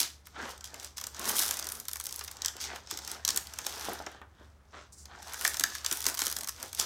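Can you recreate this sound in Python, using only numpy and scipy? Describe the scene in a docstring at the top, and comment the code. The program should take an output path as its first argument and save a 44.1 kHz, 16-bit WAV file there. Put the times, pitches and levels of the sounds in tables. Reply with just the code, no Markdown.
"""Rolling up a stiff printed canvas

A canvas with a plastic cover film is lifted and rolled up by hand in a small carpeted room, over a low drone.
Creases snap as dispersed noise bursts; sliding film crackles as filtered noise that follows swarms of tiny ticks.
Hands rub the backing as dense filtered clicks, and a fingertip glides as a swish of smooth coloured noise.
The sheet flaps as damped sines, and dents pop with a chatter that rings the roll.
Beating hums, a rumble and room hiss make the background; diffuse reflections surround the canvas sounds.
"""
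import sys
import numpy as np
from scipy import signal
from scipy.fft import rfft, irfft
from scipy.io import wavfile
from scipy.ndimage import uniform_filter1d

SR = 44100
rng = np.random.default_rng(int(sys.argv[2]) if len(sys.argv) > 2 else 0)


def dump_mix(stems):
    """Bounce the given channels to the path in sys.argv[1] as a 16-bit WAV at rate SR."""
    frames = np.atleast_2d(stems).T  # one column per channel
    limited = np.clip(frames, -1, 1)  # hard clip at full scale
    pcm = np.round(limited * 32767).astype(np.int16)
    wavfile.write(sys.argv[1], SR, pcm)


N = 302085

# Levels in the event tables come before the trims set in scene(), where a layer has one.
# motors humming at close speeds, so that they beat: (frequency [Hz], rms level [dB])
MOTOR_HUMS = [(59, -85), (71.5, -60.5), (75.4, -67), (120, -82.5)]
# colour of the still room: (frequency [Hz], relative power density [dB])
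AIR_COLOUR = [(20, -45.5), (32, -16), (52, -3.5), (90, 5), (130, -2), (300, -8), (600, -11.5), (850, -11.5),
              (1500, -14), (3000, -25), (6000, -30.5), (10000, -33), (16000, -37.5)]
# strokes of a hand over the canvas backing:
# (time at full pressure [s], swell [s], hold [s], level [dB], brightness [dB per octave])
RUBS = [(0.0, .02, 0.0042, -41, 4.5), (0.352, .015, .02, -46.5, 1.5), (0.394, 0.046, 0.097, -38.5, -0.5),
        (0.823, .4, .02, -51.5, 0), (1.028, .08, 0.045, -51, -0.5), (1.196, .06, 0.1, -42.5, 1),
        (1.274, .1, 0.52, -37, 0), (2.16, .4, 0.23, -55, -1), (2.452, 0.19, 0.028, -49.5, 2.5),
        (2.728, .22, 0.0051, -41, 0.5), (2.95, 0.14, 0.056, -50.5, -2.5), (3.152, .3, .01, -45.5, 0.5),
        (3.361, 0.15, 0.012, -44, -0.5), (3.614, .06, 0.11, -54, -5.5), (3.9, .5, 0.034, -40, 1),
        (3.985, .1, 0.19, -49.5, 0), (4.411, 0.1, .02, -56, -0.5), (4.737, 0.016, 0.046, -46.5, 0.6),
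        (5.112, 0.049, 0.093, -48.5, 0.5), (5.295, 0.14, 0.026, -48.5, 3), (5.455, 0.21, 0.04, -43.5, 0.5),
        (5.65, 0.23, 0.054, -47.5, -0.5), (5.931, 0.4, 0.057, -48.5, 3), (6.103, 0.11, 0.011, -43.5, -0.5),
        (6.211, 0.031, 0.095, -45.5, 2.5), (6.385, .08, 0.061, -49.5, -4), (6.632, 0.12, 0.0087, -46, -0.5),
        (6.797, 0.046, .06, -42, 1)]
# colour of the canvas backing: (frequency [Hz], relative power density [dB])
BACKING_COLOUR = [(60, -22), (130, -12.5), (230, -4.5), (370, -2), (460, -3), (600, -3), (830, 1),
                  (1100, -2), (1500, 0), (2300, -10), (3200, -10), (7000, -26)]
# slides of film over film:
# (time at full speed [s], swell [s], hold [s], crackle level [dB], crisp edge re crackle [dB])
SLIDES = [(0.0, .02, 0.0031, -24.5, -3), (0.255, 0.014, .02, -55.5, -10), (0.43, 0.12, .03, -46.5, -14),
          (0.505, 0.11, .01, -45, -6.5), (0.653, 0.022, .01, -44.5, -9.5), (0.848, 0.18, .005, -44.5, -7),
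          (0.969, 0.005, 0.024, -43, -7), (1.16, .02, 0.027, -47, -14), (1.295, 0.15, 0.017, -33.5, -0.5),
          (1.379, 0.086, 0.27, -31, 2), (1.736, .15, 0.074, -48.5, 2), (2.2, 0.74, 0.16, -48.5, -6),
          (2.453, 0.34, 0.033, -51.5, -16), (2.612, 0.029, 0.038, -33.5, -10.5),
          (2.756, 0.069, 0.008, -48, -8), (2.908, 0.035, 0.018, -38, -14),
          (3.125, 0.28, 0.0044, -41.5, -10), (3.29, 0.021, 0.027, -43, -4), (3.365, .07, 0.029, -56, 2),
          (3.667, 0.06, .1, -41.5, -7), (3.855, 0.63, 0.16, -41, -5.5), (4.075, 0.077, 0.077, -56.5, -14),
          (4.441, 0.24, 0.12, -66.5, -12), (4.776, 0.11, 0.06, -54.5, -25), (5.136, 0.036, .04, -60.5, -18),
          (5.285, 0.17, .05, -47, -8), (5.455, 0.21, 0.27, -37, -1.5), (5.763, 0.22, 0.02, -40.5, -10),
          (5.93, 0.16, 0.074, -42, 2), (6.086, 0.13, .005, -37, 0), (6.2, 0.029, 0.11, -38, -2),
          (6.364, 0.076, 0.016, -48, 0), (6.634, 0.21, 0.06, -45, -7), (6.796, 0.041, 0.018, -31.5, -2.5)]
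# colour of film sliding over film: (frequency [Hz], relative power density [dB])
FILM_COLOUR = [(900, -30), (2000, -7), (2800, -7), (3500, -0.5), (4300, -1), (5300, 2.5), (6300, 2),
               (7000, -3), (7700, -3.5), (9000, -13), (12000, -23.5), (17000, -47)]
# crisp edge of snaps and crackle: (frequency [Hz], relative power density [dB])
EDGE_COLOUR = [(4000, -44), (7500, -9.5), (9300, 2.5), (10800, 1.5), (13000, 1), (15000, -4.5),
               (17000, -21.5)]
# the sheet flaps or is patted: (time [s], peak level [dB], pitch [Hz])
FLAPS = [(0.01, -42.5, 273), (0.43, -45, 230), (0.734, -43.5, 570), (1.194, -42, 280), (2.555, -44, 524),
         (2.735, -35, 700), (2.925, -40, 318), (3.292, -41.5, 460), (3.666, -36, 690), (3.886, -23.5, 700),
         (3.899, -34, 348), (4.002, -31, 740), (4.068, -34, 690), (4.148, -43, 840), (4.216, -36.5, 1145),
         (4.411, -48, 348), (5.608, -41.5, 307), (5.919, -37, 360), (6.068, -38, 420), (6.22, -40, 369),
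         (6.269, -40.5, 337), (6.795, -42.5, 370)]
# creases that buckle with a distinct snap:
# (time [s], snap level [dB], hollow body re snap [dB], crisp edge re snap [dB])
SNAPS = [(0.0147, -34.5, -14, -3), (0.2698, -55, 1, 5), (0.5784, -53, -22, -4), (0.6093, -47.5, -16, -10),
         (0.6429, -41, -14, -6), (0.7429, -44, -6, -5), (0.7988, -44, -24, -8), (0.846, -41.5, -15, -3.5),
         (0.972, -43.5, -14, -7), (0.981, -38, -10, -6), (1.0133, -41, -8, -1), (1.04, -37, -13, -6),
         (1.0687, -38, -12, -1.5), (1.1464, -45.5, -8.5, -9), (1.1951, -40.5, -21, 0.5),
         (1.255, -36.5, -11, -3), (1.29, -34, -17, 2), (1.294, -32.5, -8, 2), (1.3683, -36, -23, 2),
         (1.3848, -33, -29, -10), (1.3947, -32, -16, -2), (1.4211, -37, -5.5, 2), (1.481, -36, -29, -3),
         (1.5101, -30, -11, 0), (1.591, -38, -22, -4.5), (1.6263, -38, -13, -10), (1.6545, -45, -18, -6),
         (1.6892, -38, -17, 0), (1.7205, -39.5, -10.5, 4.5), (1.8003, -44, -20, 4), (1.884, -36.5, -11, 2),
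         (1.933, -38, -15.5, 3.5), (1.9577, -40.5, -5.5, 0), (2, -39, -8, 2), (2.011, -42.5, -32, -2),
         (2.04, -48, -25, 8), (2.0566, -40.5, -30, -1), (2.0676, -37, -14.5, 1), (2.095, -45, -30, -8),
         (2.126, -39.5, -43, -1.5), (2.161, -44.5, -37, 7), (2.1928, -40, -14, -1),
         (2.2106, -41.5, -3, -20), (2.24, -48, -21, 5), (2.2803, -42, -6.5, -14), (2.369, -47.5, -15, -11),
         (2.4201, -33.5, -33, -10), (2.4481, -31, -13, -9), (2.4602, -27.5, -34, -5.5),
         (2.483, -32.5, -18, -11), (2.5667, -46, -9, -5), (2.7603, -46.5, 1, -4), (2.873, -48, -10, -15),
         (2.911, -36, -7, -3), (2.974, -37.5, -15, -5), (2.989, -41.5, -11, -8),
         (3.0489, -43.5, -19.5, -6.5), (3.0766, -38.5, -11.5, -4), (3.1154, -38, -14, 0),
         (3.2505, -26.5, -20.5, -5.5), (3.2787, -27, -14, -5.5), (3.2893, -25.5, -15.5, -10),
         (3.305, -29, -19, -7.5), (3.3457, -44, -25, -4), (3.362, -33.5, -18, 2), (3.3744, -27, -15.5, -1),
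         (3.471, -44.5, -22, -4.5), (3.5372, -43.5, -11, -3), (3.5877, -35.5, -7.5, -3.5),
         (3.666, -31, -12, -3.5), (3.9333, -53.5, -12, 12.5), (4.0645, -42, 1, -14.5), (4.1165, -62, 3, 2),
         (4.2162, -67.5, 15.5, -1), (5.056, -47.5, -13.5, -8.5), (5.2227, -53, -8, -9),
         (5.228, -49.5, -13, -3), (5.3348, -45, -0.5, 5), (5.343, -40.5, -5, -7), (5.4115, -40, -3.5, 2.5),
         (5.4499, -27, -4.5, -1.5), (5.464, -33, -13, -16), (5.4777, -29, -23, 1), (5.5433, -35.5, -7, -6),
         (5.57, -35.5, -15, -3), (5.5969, -28, -16, -1.5), (5.6088, -35, -6.5, -1), (5.638, -23, -13.5, -4),
         (5.7514, -38.5, -7, -3), (5.8468, -34, -8.5, -9), (5.863, -27, -18, -8), (5.9131, -30, -10.5, -7),
         (5.926, -31, -10.5, 1), (6.0182, -40, -30, -5), (6.0551, -34.5, -7, -8), (6.0659, -24, -13, -5),
         (6.0867, -37.5, -2.5, 2), (6.1735, -37.5, -10, -5), (6.1917, -31, -9.5, -1.5),
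         (6.203, -37, -9, -2), (6.2185, -28.5, -9.5, -7.5), (6.2677, -29.5, -15, -2), (6.326, -36, -13, 0),
         (6.366, -33.5, -11.5, -2), (6.4138, -47, -26, -2), (6.445, -39.5, -13, -4),
         (6.4924, -35, -14.5, -1.5), (6.6285, -38.5, -13, 0), (6.73, -41.5, -11.5, -2),
         (6.749, -40, -23, 0.5), (6.798, -24.5, -26, -10), (6.812, -33.5, -8, -7)]
# hollow body of a snap: (frequency [Hz], relative power density [dB])
BODY_COLOUR = [(100, -39.5), (400, -17), (700, -9.5), (1050, 1.5), (1650, 1.5), (2300, -3), (3500, -9),
               (7000, -44.5)]
# main voice of a snap, before its pitch shift: (frequency [Hz], relative power density [dB])
SNAP_COLOUR = [(700, -22), (2000, -25), (3200, -4), (4300, -3.5), (5300, 1.5), (6300, 2.5), (7000, -1),
               (7700, 0), (9000, -10.5), (12000, -21.5), (17000, -36.5)]
# spells of bending in which small creases buckle at random:
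# (start [s], length [s], rate [creases per s], typical snap level [dB])
CRINKLES = [(1.348, 0.12, 95, -37.5), (1.46, .21, 36.6, -40.5), (1.671, .65, 30, -47),
            (5.949, .55, 37.7, -39.5)]
# a fingertip glides lightly over the smooth film: (time [s], rms level [dB])
GLIDE_LEVEL = [(4.91, -110), (4.925, -51), (4.935, -52), (4.96, -64), (4.985, -52.5), (5.04, -58),
               (5.08, -110)]
# colour of that swish: (frequency [Hz], relative power density [dB])
GLIDE_COLOUR = [(2500, -34), (4500, -10.5), (6000, -2), (8000, -3.5), (10000, -10), (12000, -20),
                (16000, -22)]
# dents popping in the wall of the roll: (time [s], peak level [dB])
DENTS = [(5.4509, -19.5), (5.479, -25.5), (5.61, -35), (5.6395, -16), (5.722, -35), (5.752, -31.5)]
# modes of the rolled wall: (frequency [Hz], relative level [dB], decay by 60 dB [s])
ROLL_MODES = [(1716, -4, 0.052), (1800, 1, 0.02), (1470, -30, .014), (2860, -8, 0.016)]
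# what the walls give back: (frequency [Hz], relative level [dB])
WALL_COLOUR = [(100, -2.5), (500, 0), (1800, 3.5), (6000, 3), (10000, 1), (16000, 0.5)]

AIR_DB, DRONE_HZ, DRONE_WIDTH_HZ, DRONE_DB = -63.5, 70.4, 33, -64.5
STROKE_RANGE_DB = 20  # swell and release times span this much level
RUB_SAG_DB_PER_S, RUB_RELEASE_S = 31, 0.1
RUB_CENTRE_HZ = 850  # brightness tilts the colour about this pitch
SLIDE_SAG_DB_PER_S, SLIDE_RELEASE_S = 66.5, 0.08
EDGE_GROWTH = 1.64  # dB of crisp edge for each dB of crackle: faster sliding is brighter
DISPERSION_HZ = 6050  # bending waves of this pitch arrive undelayed
# share of a snap's energy in its first crack: the less body a crease has, the cleaner it cracks
CRACK_SHARE, CRACK_SHARE_PER_DB, USUAL_BODY_DB = .29, .018, -14
# crisper creases sound higher
PITCH_OCTAVES_PER_DB, USUAL_EDGE_DB = .011, -4
CRINKLE_SPREAD_DB, CRINKLE_BODY_DB, CRINKLE_EDGE_DB = 1.5, -11, 0.5
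CUTOFF_HZ = 16000


def from_db(db):
    """Decibels to gain."""
    return 10 ** (np.asarray(db) / 20)


def rms_one(x):
    """Scale to rms 1."""
    return x / np.sqrt(np.mean(x ** 2) + 1e-20)


def unit_energy(x):
    """Scale to a sum of squares of 1."""
    return x / np.sqrt(np.sum(x ** 2) + 1e-20)


def in_time(rows):
    """Each column of a curve table at every sample."""
    s, *columns = np.transpose(rows)
    return [np.interp(np.arange(N) / SR, s, column) for column in columns]


def add(track, s, sound):
    """Mix a short sound into a track at time s."""
    start = int(np.clip(round(s * SR), 0, N - 1))
    track[start:start + len(sound)] += sound[:N - start]


def response(spectrum, size=2048):
    """The causal, minimum-phase impulse response with this spectral shape; energy 1."""
    hz, db = np.transpose(spectrum)
    grid = np.maximum(np.arange(size // 2 + 1) * SR / size, 1)
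    gain = from_db(np.interp(np.log(grid), np.log(hz), db))
    # folding the cepstrum onto positive time gives minimum phase
    cepstrum = irfft(np.log(gain))
    cepstrum[1:size // 2] *= 2
    cepstrum[size // 2 + 1:] = 0
    return unit_energy(irfft(np.exp(rfft(cepstrum))))


def colour(x, spectrum, size=2048):
    """Filter a track by a spectrum."""
    return signal.fftconvolve(x, response(spectrum, size=size))[:len(x)]


def ring(x, hz, t60):
    """A two-pole resonator: a unit click sets a damped sine of starting height 1 ringing."""
    radius = from_db(-60 / (t60 * SR))
    angle = 2 * np.pi * hz / SR
    feedback = [1, -2 * radius * np.cos(angle), radius * radius]
    return signal.lfilter([0, np.sin(angle)], feedback, x + 1e-18)


def dying_noise(t60, size):
    """A burst of noise that dies away; energy 1."""
    decay = from_db(-60 * np.arange(size) / SR / t60)
    return unit_energy(rng.standard_normal(size) * decay)


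def grains(per_s, spread_db):
    """Tiny slips at random moments, most small and a few large, evened out over a twentieth of a second."""
    born = rng.random(N) < per_s / SR
    sign = rng.choice([-1, 1], N)
    clicks = born * sign * from_db(spread_db * np.minimum(rng.exponential(1, N), 4))
    local_power = uniform_filter1d(clicks ** 2, SR // 20)
    return clicks / np.sqrt(np.maximum(local_power, 1e-6))


def drift(rate_hz):
    """A smooth random wander with a spread of 1."""
    t = np.arange(N) / SR
    points = rng.standard_normal(1024)
    # the root makes up for the spread lost between points
    return np.interp(t * rate_hz, np.arange(1024), points) * np.sqrt(3 / 2)


def stroke(s, swell_s, hold_s, sag_db_per_s, release_s):
    """Level in dB of one movement: it swells to its top at s, sags while it is held, then lets go."""
    t = np.arange(N) / SR - s
    away = np.maximum(-t, 0) / swell_s + np.maximum(t - hold_s, 0) / release_s
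    sag_db = sag_db_per_s * np.clip(t, 0, hold_s)
    return np.maximum(-STROKE_RANGE_DB * away - sag_db, -120)


def background():
    """Beating motor hums as sines, their low rumble as band noise and the faint hiss of the room."""
    t = np.arange(N) / SR
    hum = 0
    for hz, db in MOTOR_HUMS:
        hum = hum + np.sqrt(2) * from_db(db) * np.sin(2 * np.pi * (hz * t + rng.random()))
    edges = DRONE_HZ + DRONE_WIDTH_HZ * np.array([-.5, .5])
    band = signal.butter(2, edges, "band", fs=SR, output="sos")
    # a second of run-in lets the filters settle
    rumble = signal.sosfilt(band, rng.standard_normal(N + SR))[SR:]
    air = colour(rng.standard_normal(N + SR), AIR_COLOUR, size=8192)[SR:]
    return hum + from_db(DRONE_DB) * rms_one(rumble) + from_db(AIR_DB) * rms_one(air)


def rubbing(per_s, spread_db, patchy_db, patchy_hz, level_db):
    """Skin catches on the weave in dense small slips; the resonances that radiate them shift as the sheet bends."""
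    power, tilt = 0, 0
    for s, swell, hold, db, brightness in RUBS:
        press = from_db(db + stroke(s, swell, hold, RUB_SAG_DB_PER_S, RUB_RELEASE_S)) ** 2
        power = power + press
        tilt = tilt + press * brightness
    brightness_now = tilt / power
    # neighbouring bands take turns between two independent rasps
    rasps = [colour(grains(per_s, spread_db), BACKING_COLOUR) for _ in range(2)]
    edges = np.geomspace(120, 4800, 17)
    out = 0
    for k, band in enumerate(zip(edges, edges[1:])):
        band_pass = signal.butter(2, band, "band", fs=SR, output="sos")
        part = signal.sosfilt(band_pass, rasps[k % 2])
        octaves = np.log2(np.mean(band) / RUB_CENTRE_HZ)
        out = out + part * from_db(patchy_db * drift(patchy_hz) + octaves * brightness_now)
    return np.sqrt(power) * from_db(level_db) * rms_one(out)


def crackling(per_s, spread_db, flutter_t60, hiss_db, crackle_db, edge_db):
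    """Sliding film sheds swarms of tiny snaps, each with its own short flutter, over a smooth friction hiss."""
    slide_power, crisp_power = 0, 0
    for s, swell, hold, db, crisp_db in SLIDES:
        speed_db = stroke(s, swell, hold, SLIDE_SAG_DB_PER_S, SLIDE_RELEASE_S)
        slide_power = slide_power + from_db(db + speed_db) ** 2
        crisp_power = crisp_power + from_db(db + crisp_db + EDGE_GROWTH * speed_db) ** 2
    # each tick leaves a dying trail of energy that opens up the noise
    keep = np.exp(-2 * np.log(1000) / (flutter_t60 * SR))
    ticks = grains(per_s, spread_db) ** 2
    energy = signal.lfilter([1 - keep], [1, -keep], ticks + 1e-18)
    drive = np.sqrt(energy + from_db(hiss_db) ** 2) * rng.standard_normal(N)
    crackle = np.sqrt(slide_power) * from_db(crackle_db) * rms_one(colour(drive, FILM_COLOUR))
    crisp = np.sqrt(crisp_power) * from_db(edge_db) * rms_one(colour(drive, EDGE_COLOUR))
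    return crackle + crisp


def flaps(cycles, shake_t60, shake_db, level_db, size=4096):
    """A soft blow swings a patch of canvas for a few cycles and shakes the rest of the sheet."""
    out = np.zeros(N)
    for s, db, hz in FLAPS:
        push = from_db(shake_db) * dying_noise(shake_t60, size)
        push[0] += 1  # the blow itself
        wave = colour(ring(push, hz, cycles / hz), BACKING_COLOUR)
        add(out, s, from_db(db + level_db) * wave / np.abs(wave).max())
    return out


def snaps(creases, flutter_t60, body_t60, give_t60, give_db, lag_s, body_db, snap_db, edge_db, size=1024):
    """A crease gives way, flips with a crack and a rebound, and its bending waves flutter on for a few ms."""
    out, lead = np.zeros(N), size // 16
    body_voice = response(BODY_COLOUR, size=size)
    edge_voice = response(EDGE_COLOUR, size=size)
    window = np.sqrt(.005 * SR)  # levels are rms over 5 ms
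    # bending waves travel with the root of frequency, so the lows of a crack arrive after its highs
    ratio = np.arange(size + 1) * SR / (2 * size) / DISPERSION_HZ
    travel = np.exp(-2j * np.pi * DISPERSION_HZ * lag_s * (2 * np.sqrt(ratio) - ratio))
    for s, level, body, edge in creases:
        share = np.clip(CRACK_SHARE - CRACK_SHARE_PER_DB * (body - USUAL_BODY_DB), .02, .9)
        pitch = 2 ** (PITCH_OCTAVES_PER_DB * (edge - USUAL_EDGE_DB))
        # reversed, the burst grows into the crack
        give = from_db(give_db) * dying_noise(give_t60, size=lead)[::-1]
        flutter = dying_noise(flutter_t60, size=size - lead)
        flutter[int(rng.uniform(.001, .0016) * SR)] += .6  # the rebound
        sharp = np.r_[give, np.sqrt(1 - share) * unit_energy(flutter)]
        sharp[lead] += np.sqrt(share)  # the first crack
        # long bending waves last longer
        slow = np.r_[np.zeros(lead), dying_noise(body_t60, size=size - lead)]
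        snap_voice = response(np.array(SNAP_COLOUR) * [pitch, 1], size=size)
        parts = (
            (body_voice, slow, body + body_db),
            (snap_voice, sharp, snap_db),
            (edge_voice, sharp, edge + edge_db),
        )
        for voice, drive, db in parts:
            wave = irfft(rfft(drive, 2 * size) * rfft(voice, 2 * size) * travel)
            add(out, s - lead / SR, window * from_db(level + db) * unit_energy(wave))
    return out


def small_creases():
    """While the sheet is bent, small creases give way at uneven intervals; rows like those of SNAPS."""
    rows = []
    for start, length, per_s, db in CRINKLES:
        waits = rng.gamma(4, .25, 64)  # mean 1
        delays = np.cumsum(waits) / per_s
        scatters = CRINKLE_SPREAD_DB * rng.standard_normal((64, 3))
        for delay, scatter in zip(delays, scatters):
            if delay < length:
                levels = scatter + [db, CRINKLE_BODY_DB, CRINKLE_EDGE_DB]
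                rows.append((start + delay, *levels))
    return rows


def gliding():
    """Light fingertip contact makes a thin smooth swish of noise with no crackle."""
    glide_db, = in_time(GLIDE_LEVEL)
    return from_db(glide_db) * rms_one(colour(rng.standard_normal(N), GLIDE_COLOUR))


def dents(chatter_t60, size=512):
    """Each pop is a brief chatter that rings the modes of the rolled wall, which radiates little bass."""
    out = np.zeros(N)
    high_pass = signal.butter(2, 1000, "high", fs=SR, output="sos")
    for s, db in DENTS:
        chatter = np.r_[dying_noise(chatter_t60, size=size), np.zeros(2 * size)]
        pop = signal.sosfilt(high_pass, chatter)
        wave = sum(from_db(mode_db) * ring(pop, hz, t60) for hz, mode_db, t60 in ROLL_MODES)
        add(out, s, from_db(db) * wave / np.abs(wave).max())
    return out


def room(x, t60, first_s, wet_db, size=8192):
    """Diffuse reflections follow after the path to the nearest wall; their pattern changes as the sheet moves."""
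    out = np.zeros(N)
    # a fresh noise pattern for every block
    for start in range(0, N, size):
        reflections = dying_noise(t60, size=2 * size)
        add(out, start / SR + first_s, signal.fftconvolve(x[start:start + size], reflections))
    return from_db(wet_db) * colour(out, WALL_COLOUR)


def scene():
    """The canvas close to the microphone, in its room, over the background."""
    friction = rubbing(per_s=800, spread_db=2.5, patchy_db=2.5, patchy_hz=14, level_db=-1.34)
    friction = friction + crackling(per_s=600, spread_db=5.0, flutter_t60=.008, hiss_db=-1.0,
                                    crackle_db=-3.5, edge_db=-1.0)
    friction = friction + gliding()
    # the air and the hand damp a flap heavily: few swings before it has died
    blows = flaps(cycles=3.5, shake_t60=0.16, shake_db=3.0, level_db=1.0)
    blows = blows + snaps(SNAPS + small_creases(), flutter_t60=.016, body_t60=0.046, give_t60=0.014,
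                          give_db=-8.5, lag_s=0.0003966, body_db=4.5, snap_db=2.5, edge_db=1.8)
    blows = blows + dents(chatter_t60=0.0072)
    canvas = friction + blows
    reflections = room(canvas, t60=0.3, first_s=.005, wet_db=-11.5)
    return (canvas + reflections + background())[None]


def record(dry):
    """A steep low-pass cuts off the top of the treble."""
    low_pass = signal.ellip(10, .1, 80, CUTOFF_HZ, fs=SR, output="sos")
    return signal.sosfilt(low_pass, dry)


dry = scene()
out = record(dry)
dump_mix(out)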